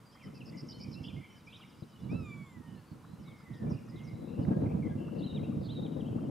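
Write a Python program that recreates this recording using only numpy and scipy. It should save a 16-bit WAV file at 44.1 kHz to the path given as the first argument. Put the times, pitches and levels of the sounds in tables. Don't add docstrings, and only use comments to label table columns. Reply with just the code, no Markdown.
import sys
import numpy as np
from scipy import signal
from scipy.fft import rfft, irfft, next_fast_len
from scipy.io import wavfile
from scipy.ndimage import uniform_filter1d, map_coordinates

SR = 44100
rng = np.random.default_rng(int(sys.argv[2]) if len(sys.argv) > 2 else 0)


def wav_out(sig):
    wavfile.write(sys.argv[1], SR, np.round(np.clip(np.atleast_2d(sig).T, -1, 1) * 32767).astype(np.int16))


N = 277830

# frequency in Hz, relative density in dB.
AIR_SPECTRUM = [(18, -48), (30, -16), (111, -3), (156, -1.5), (263, -11), (389, -9), (454, -11),
                (655, -17.5), (1020, -14), (1380, -17.5), (1620, -22.5), (4420, -31), (4900, -30.5),
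                (6200, -33), (10700, -34.5), (15500, -41.5)]
# frequency in Hz, relative density in dB.
BUFFET_SPECTRUM = [(25, -42), (40, -32), (60, -15), (86, -4.5), (150, 2.5), (240, -1), (335, -7),
                   (480, -14.5), (900, -32.5), (1500, -50.5), (3000, -82)]
# frequency in Hz, relative density in dB.
FIZZ_SPECTRUM = [(400, -26), (1000, 2.5), (1800, -9), (3500, -19.5), (6000, -31), (10000, -66)]
# frequency in Hz, side over mid in dB.
AIR_SIDE = [(100, -32), (400, -18), (800, -8), (1300, -5), (2200, -9.5), (5000, -7.5), (12000, -14.5)]
WIND_SIDE = [(40, -7.5), (150, -10.5), (280, -6.5), (400, -3), (650, 4), (950, 4.5), (1400, 0.5),
             (2200, -4)]
ECHO_SIDE = [(1000, 6), (2500, -19)]
# frequency in Hz, left over right in dB.
PORT_BALANCE = [(50, -12), (125, -6.5), (250, 3.5), (500, 8.5), (1200, 0.5)]
# time in seconds, relative level in dB, left over right in dB.
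BREEZE_COURSE = [(0, -59.5, -2.5), (1.75, -56, -0.5), (2.85, -58.5, -9), (3.4, -56.5, 4), (3.85, -46.5, 2),
                 (4.05, -42.5, -8), (4.28, -39.5, 11), (4.75, -33.5, -4.5), (5.02, -37.5, 2.5),
                 (5.38, -36, 3), (5.68, -37, -6.5), (5.95, -36, 9), (6.3, -33.5, -0.5)]
# start in seconds, hold in seconds, relative level in dB, left over right in dB.
PORT_GUSTS = [(0.258, 0.59, -46.5, 0), (0.846, 0.34, -41.5, -12), (2.018, 0.23, -40.5, -8.5),
              (2.127, 0.035, -34, -10.5), (2.269, .15, -46, -12), (2.568, 0.035, -44, -17),
              (2.682, 0.077, -44.5, -17), (2.932, 0.034, -46.5, -8), (3.082, 0.27, -50, -5),
              (3.508, 0.028, -41.5, -22), (3.623, 0.096, -32.5, -6.5), (4.391, 0.33, -31.5, -8)]
# start in seconds, relative peak in dB, left over right in dB.
EDDY_THUMPS = [(0.549, -42.5, 29), (1.821, -37, 17), (2.115, -35, 17), (2.914, -46, -13), (3.622, -47, -27),
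               (3.706, -39, -9), (4.449, -43, -15), (4.508, -30.5, 17), (4.563, -44, 25),
               (4.615, -29, -3.5), (4.651, -45, 12)]
# start in seconds, relative level in dB.
CAMERA_TICKS = [(4.451, -50), (4.533, -48.5)]
# frequency in Hz, gain in dB.
TICK_COLOUR = [(700, -6), (1500, 15.5), (2100, 15.5), (3200, -19), (9000, -38)]
# frequency in Hz, time to fall 60 dB in seconds.
FOLIAGE_DECAY = [(1000, 1), (3000, 0.73), (8000, 0.56)]
# start and length in seconds, pitch in Hz,
# relative level in dB, quaver and glide in Hz.
FAR_NOTES = [(0.115, 0.17, 3134, -71.5, 17, -220), (0.674, .15, 3060, -71, 20, -47),
             (1.159, .23, 3090, -70.5, 17, -100), (1.866, 0.24, 2936, -75, 50, -280),
             (2.228, .13, 7120, -76, 70, -200), (2.416, .12, 7300, -77, 80, -70),
             (3.026, 0.13, 3930, -76, 92, 202), (4.057, 0.3, 3920, -74, 140, 57),
             (4.266, 0.17, 2700, -68.5, 130, 200), (4.953, 0.41, 2790, -67.5, 106, 114)]
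# start in seconds, relative level in dB.
FAR_CLUCKS = [(.15, -70), (.275, -75), (1.596, -68.5), (3.039, -71), (3.277, -69.5), (3.397, -70.5),
              (3.875, -72), (5.078, -69), (5.518, -74), (6.18, -69)]
# start, end and spacing in seconds, top and bottom pitch in Hz,
# relative level in dB.
FALLING_CHIPS = [(1.35, 2.15, .107, 5680, 3920, -76.5), (3.195, 3.6, .168, 5750, 4550, -77.5),
                 (3.53, 4.15, .425, 4020, 2830, -72), (3.69, 4.12, .172, 6080, 4550, -73)]
# start and length in seconds, first, middle and last pitch
# in Hz, relative level in dB.
SLURRED_NOTES = [(0.047, 0.061, 4700, 4770, 4540, -66.5), (0.202, 0.059, 2770, 2175, 1850, -62),
                 (0.345, 0.053, 2670, 2620, 2310, -64.5), (0.404, 0.02, 3050, 2746, 2570, -54),
                 (0.714, 0.039, 3150, 4180, 4200, -58), (0.932, 0.02, 4320, 4130, 3900, -60.5),
                 (0.948, 0.049, 2700, 2713, 2950, -59), (1.078, 0.042, 3070, 2570, 2250, -62.5),
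                 (1.16, 0.064, 2090, 2190, 2160, -60), (1.301, .045, 5520, 5660, 5600, -70),
                 (1.328, 0.06, 1780, 1710, 1620, -73.5), (1.609, 0.029, 3650, 2930, 2910, -56),
                 (1.636, 0.017, 2150, 2250, 2400, -54.5), (2.646, 0.17, 2830, 2956, 2546, -74),
                 (3.253, 0.085, 4000, 3590, 2810, -71), (4.508, .08, 1586, 1630, 1640, -66.5),
                 (4.879, 0.074, 1800, 1620, 1700, -68), (5.996, 0.026, 3740, 3140, 2530, -62.5),
                 (6.11, 0.13, 2440, 2740, 2693, -72)]
# start and length in seconds, first and last pitch in Hz,
# relative level in dB, swing in Hz.
TRILLED_NOTES = [(0.145, 0.079, 1840, 2850, -68.5, 180), (0.516, 0.09, 2150, 2200, -65.5, 170),
                 (0.788, 0.11, 2375, 2304, -64, 131), (1.033, 0.062, 3136, 3200, -54, 358),
                 (1.205, 0.072, 2176, 2254, -61, 132), (1.466, 0.07, 2320, 2730, -60.5, 80),
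                 (1.522, 0.052, 3050, 3790, -53.5, 400), (3.722, 0.082, 2606, 2740, -67.5, 200),
                 (4.401, 0.051, 5060, 4420, -73, 447), (4.652, 0.0806, 2226, 2530, -64.5, 191),
                 (4.82, 0.06, 2280, 2023, -59.5, 90), (5.424, 0.06, 2570, 2860, -63, 120),
                 (6.04, 0.053, 2600, 3400, -63, 130)]
# offset from the first
# whistle and length in seconds, first, middle and last pitch in Hz, relative level in dB, swing in Hz.
MOTIF_NOTES = [(-.075, .06, 4900, 4160, 3980, -68.5, 620), (-.036, .035, 4500, 4250, 3680, -62, 330),
               (0, .05, 3150, 3960, 3850, -52, 20), (.006, .058, 2600, 3230, 2670, -65, 20),
               (0.042, .068, 3880, 3870, 3680, -57, 100), (0.125, .048, 3450, 3815, 2660, -56.5, 14.8),
               (.128, .06, 3250, 2600, 1970, -71, 20)]
# time in seconds, gain in dB, stretch factor, swell in dB per second.
MOTIF_REPEATS = [(5.216, -3.3, .97, 29), (5.686, .2, 1.08, -25)]
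# start and length in seconds, first, middle and last pitch in Hz,
# relative level in dB.
DISTANT_MEWS = [(3.239, .23, 2193, 2164, 1997, -67), (3.442, 0.23, 2080, 1860, 1746, -64),
                (3.865, .29, 1820, 2123, 2140, -66)]
# time in seconds, pitch of the strong second harmonic in Hz.
MEW_PITCH = [(2.088, 2231), (2.128, 2546), (2.174, 2670), (2.286, 2364), (2.446, 2228), (2.626, 1854),
             (2.748, 1840), (2.84, 1597)]
# harmonic number, relative level in dB.
MEW_HARMONICS = [(1, -9), (2, -2), (3, -18), (4, -21), (5, -30)]


def amp(db):
    return 10 ** (np.asarray(db) / 20)


def unit(x):
    return x / np.sqrt(np.mean(x ** 2) + 1e-20)


def along(points, hz):
    freqs, values = np.transpose(points)
    return np.interp(np.log(hz + 1), np.log(freqs + 1), values)


def curves(rows):
    times, *columns = np.transpose(rows)
    return [np.interp(np.arange(N) / SR, times, column) for column in columns]


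def wobble(rate, size=N):
    knots = rng.standard_normal(int(size * rate / SR) + 4)
    return map_coordinates(knots, [np.arange(size) * rate / SR])


def filtered(x, response):
    size = next_fast_len(N + SR // 2)
    return irfft(rfft(x, size) * response(np.fft.rfftfreq(size, 1 / SR)), size)[..., :N]


def noise(spectrum):
    return unit(filtered(rng.standard_normal((2, N)), lambda hz: amp(along(spectrum, hz))))


def add(track, s, sound):
    part = track[..., max(0, round(s * SR)):][..., :sound.shape[-1]]
    part += sound[..., :part.shape[-1]]


def stereo(ports, width):
    mid = (ports[0] + ports[1]) / np.sqrt(2)
    side = filtered(ports[0] - ports[1], lambda hz: amp(along(width, hz))) / np.sqrt(2)
    return np.array([mid + side, mid - side])


def open_air(drift_db=0.52, hiss_above_hz=2500):
    bed = stereo(noise(AIR_SPECTRUM), AIR_SIDE)
    wash = filtered(bed, lambda hz: 1 / (1 + (hz / hiss_above_hz) ** 4))
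    hiss = bed - wash
    return amp(-60) * (amp(drift_db * wobble(2.085)) * wash + hiss)


def port_shares(lean_db):
    gain = amp(np.array([[.5], [-.5]]) * lean_db)
    return gain / np.sqrt(np.mean(gain ** 2, axis=0))


def wind_strength(attack_s=0.013, release_s=0.036):
    t = np.arange(N) / SR
    breeze_db, lean_db = curves(BREEZE_COURSE)
    power = (amp(breeze_db) * port_shares(lean_db)) ** 2
    for s, hold, db, lean in PORT_GUSTS:
        shape = np.exp(-np.maximum(s - t, 0) / attack_s - np.maximum(t - s - hold, 0) / release_s)
        power += (amp(db) * port_shares(lean) * shape) ** 2
    return np.sqrt(power)


def wind_on_microphone(lump_db=3.0, spurt_db=1.5, thump_rise_s=0.0048, rumble_below_hz=420):
    strength = wind_strength()
    pressure = strength * unit(amp(lump_db * np.array([wobble(70), wobble(70)])))
    age = np.arange(SR // 10) / SR / thump_rise_s
    for s, db, lean in EDDY_THUMPS:
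        add(pressure, s, amp(db) * port_shares(lean) * age * np.exp(1 - age))
    buffet = amp(-1) * noise(BUFFET_SPECTRUM)
    rumble = filtered(buffet, lambda hz: 1 / (1 + (hz / rumble_below_hz) ** 4))
    force = np.sqrt(np.mean(strength ** 2, axis=0)) / amp(-36)
    spurts = pressure * unit(amp(spurt_db * wobble(130))) * force ** 0.3
    fizz = filtered(spurts * rng.standard_normal((2, N)), lambda hz: amp(along(FIZZ_SPECTRUM, hz) - 22))
    ports = pressure * rumble + spurts * (buffet - rumble) + fizz
    return stereo(filtered(ports, lambda hz: port_shares(along(PORT_BALANCE, hz))), WIND_SIDE)


def camera_ticks(decay_s=0.0016):
    out, t = np.zeros(N), np.arange(SR // 20) / SR
    for s, db in CAMERA_TICKS:
        add(out, s, amp(db) * np.exp(-t / decay_s) * rng.standard_normal(len(t)))
    return filtered(out, lambda hz: amp(along(TICK_COLOUR, hz)))


def foliage_echo(x, onset_s=0.028):
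    hz, t, spectra = signal.stft(rng.standard_normal((2, SR)), SR, nperseg=256)
    decay = amp(-60 * t / along(FOLIAGE_DECAY, hz)[:, None])
    tail = signal.istft(spectra * decay * (1 - np.exp(-t / onset_s)), SR, nperseg=256)[1]
    echo = signal.fftconvolve(x[None], tail / np.linalg.norm(tail[0]), axes=1)[:, :N]
    return stereo(echo, ECHO_SIDE)


def through_branches(x, spread_s, direct):
    t = np.arange(SR // 10) / SR
    paths = rng.standard_normal(len(t)) * np.exp(-t / spread_s)
    scattered = signal.fftconvolve(x, paths / np.linalg.norm(paths))[:N]
    return np.sqrt(direct) * x + np.sqrt(1 - direct) * scattered


def whistle(length, start_hz, middle_hz, end_hz, swing_hz=0, trill_rate=0, *,
            jitter, flutter_db=3.3, edge=0.27):
    t = np.arange(int(length * SR)) / SR
    u = t / length
    glide = start_hz * (1 - u) * (1 - 2 * u) + middle_hz * 4 * u * (1 - u) + end_hz * u * (2 * u - 1)
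    hz = glide * (1 + jitter * wobble(248.7, len(t))) + swing_hz * np.sin(2 * np.pi * trill_rate * t)
    swell = signal.windows.tukey(len(t), 2 * edge) * amp(flutter_db * wobble(71.8, len(t)))
    return np.sqrt(2) * swell * np.sin(2 * np.pi * np.cumsum(hz) / SR)


def far_singers(chorus_rate=6, chorus_hz=2996):
    out = np.zeros(N)
    for s, length, hz, db, quaver, glide in FAR_NOTES:
        note = whistle(length, hz - glide / 2, hz, hz + glide / 2, quaver, trill_rate=47,
                       jitter=0.0145, flutter_db=2.5, edge=0.086)
        add(out, s, amp(db) * note)
    for s in np.arange(0, N / SR, 1 / chorus_rate):
        pitches = chorus_hz * np.exp(.2 * rng.standard_normal() + 0.087 * rng.standard_normal(3))
        add(out, s + rng.random() / chorus_rate, amp(-76.5) * whistle(.09, *pitches, jitter=0.029))
    return out


def clucks():
    out = np.zeros(N)
    for s, db in FAR_CLUCKS:
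        blip = whistle(0.0174, 1105, 1208, 1560, swing_hz=144, trill_rate=273, jitter=0.057)
        add(out, s, amp(db) * blip)
    return out


def chips(length_s=0.062):
    out = np.zeros(N)
    for first, until, gap, top, bottom, db in FALLING_CHIPS:
        for s in np.arange(first, until, gap):
            chip = whistle(length_s, top, (top + bottom) / 2, bottom, swing_hz=267, trill_rate=240,
                           jitter=0.0458, edge=0.053)
            add(out, s, amp(db) * chip)
    return out


def buzzes(first_s=.109, gap_s=.1148, length_s=0.0527, peak_s=.71, swell_s=0.34, flick_rate=92):
    t = np.arange(int(length_s * SR)) / SR
    progress = t / length_s
    out = np.zeros(N)
    for s in first_s + gap_s * np.arange(9):
        below_peak_db = 16 * (1 - np.exp(-((s - peak_s) / swell_s) ** 2))
        lead_in = whistle(0.038, 6600, 6030, 4800, swing_hz=280, trill_rate=450, jitter=0.0305)
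        add(out, s - 0.017, amp(-68 - 1.3 * below_peak_db) * lead_in)
        flick = (np.cumsum(flick_rate * (1 + 0.071 * wobble(58, len(t)))) / SR) % 1
        hz = 4650 + 1150 * flick ** 1.3 + 90 * (.5 - progress) + 120 * wobble(296, len(t))
        flick_db = 0.5 * progress - 9 * flick ** 2 + 0.6 * wobble(90, len(t))
        envelope = np.sin(np.pi * flick) * signal.windows.tukey(len(t), .3) * amp(flick_db)
        buzz = unit(envelope * np.sin(2 * np.pi * np.cumsum(hz) / SR))
        add(out, s, amp(-54 - below_peak_db) * buzz)
    return out


def warblers():
    out = np.zeros(N)
    for s, length, start, middle, end, db in SLURRED_NOTES:
        add(out, s, amp(db) * whistle(length, start, middle, end, jitter=0.0058, edge=0.12))
    for s, length, start, end, db, swing in TRILLED_NOTES:
        note = whistle(length, start, (start + end) / 2, end, swing, trill_rate=58,
                       jitter=0.012, flutter_db=3.5, edge=0.15)
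        add(out, s, amp(db) * note)
    return out


def motif_singer():
    out = np.zeros(N)
    for s, call_db, stretch, swell in MOTIF_REPEATS:
        for after, length, *pitches, db, swing in MOTIF_NOTES:
            note = whistle(stretch * length, *pitches, swing, trill_rate=130, jitter=0.0095, edge=0.096)
            add(out, s + stretch * after, amp(call_db + swell * after + db) * note)
    return out


def far_mews():
    out = np.zeros(N)
    for s, length, *pitches, db in DISTANT_MEWS:
        add(out, s, amp(db) * whistle(length, *pitches, jitter=0.021, flutter_db=2.5, edge=0.095))
    return out


def buzzard(glide_s=.025, attack_s=0.013, hold_s=0.12, fade_s=0.49, release_s=.07, dull_hz=4900):
    fundamental_hz = uniform_filter1d(curves(MEW_PITCH)[0], int(glide_s * SR)) / 2
    t = np.arange(N) / SR - MEW_PITCH[0][0]
    remaining = MEW_PITCH[-1][0] - MEW_PITCH[0][0] - t
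    fade = np.sin(np.pi / 2 * np.clip((t - hold_s) / fade_s, 0, 1)) ** 2
    envelope = amp(-54.5 - 16 * fade) * np.clip(t / attack_s, 0, 1) * np.clip(remaining / release_s, 0, 1)
    phase = 2 * np.pi * np.cumsum(fundamental_hz * (1 + 0.0016 * wobble(200))) / SR
    cry = sum(amp(db + 3.5 * wobble(30)) * np.sin(k * phase) for k, db in MEW_HARMONICS)
    return filtered(np.sqrt(2) * cry * envelope, lambda hz: 1 / np.sqrt(1 + (hz / dull_hz) ** 10))


def scene():
    mew = buzzard()
    cluck = amp(10.5) * clucks()
    buzz = through_branches(buzzes(), spread_s=0.0036, direct=0.8)
    phrases = through_branches(warblers() + motif_singer(), spread_s=0.0093, direct=0.71)
    chorus = through_branches(far_singers(), spread_s=0.02, direct=0.4)
    song = amp(-1.5) * (phrases + chorus)
    far_mew = amp(-2) * through_branches(far_mews(), spread_s=0.015, direct=0.18)
    chip = amp(2.5) * through_branches(chips(), spread_s=0.0048, direct=0.19)
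    birds = (mew + far_mew + chip + buzz + song + cluck) * amp([[-.55], [.55]])
    echo = foliage_echo(amp(-26) * mew + amp(-7.5) * (far_mew + chip) + amp(-11) * buzz
                        + amp(-8.5) * song + amp(-21.5) * cluck)
    return birds + echo + camera_ticks() + wind_on_microphone() + open_air()


def record(dry, notch_hz=388, width_hz=45, top_hz=15650):
    def notch(hz):
        return 1 - 1.09j * hz * width_hz / (notch_hz ** 2 - hz ** 2 + 1j * hz * width_hz)
    fades = signal.windows.tukey(N, .0007)
    return filtered(filtered(dry, notch) * fades, lambda hz: hz < top_hz)


dry = scene()
out = record(dry)
wav_out(out)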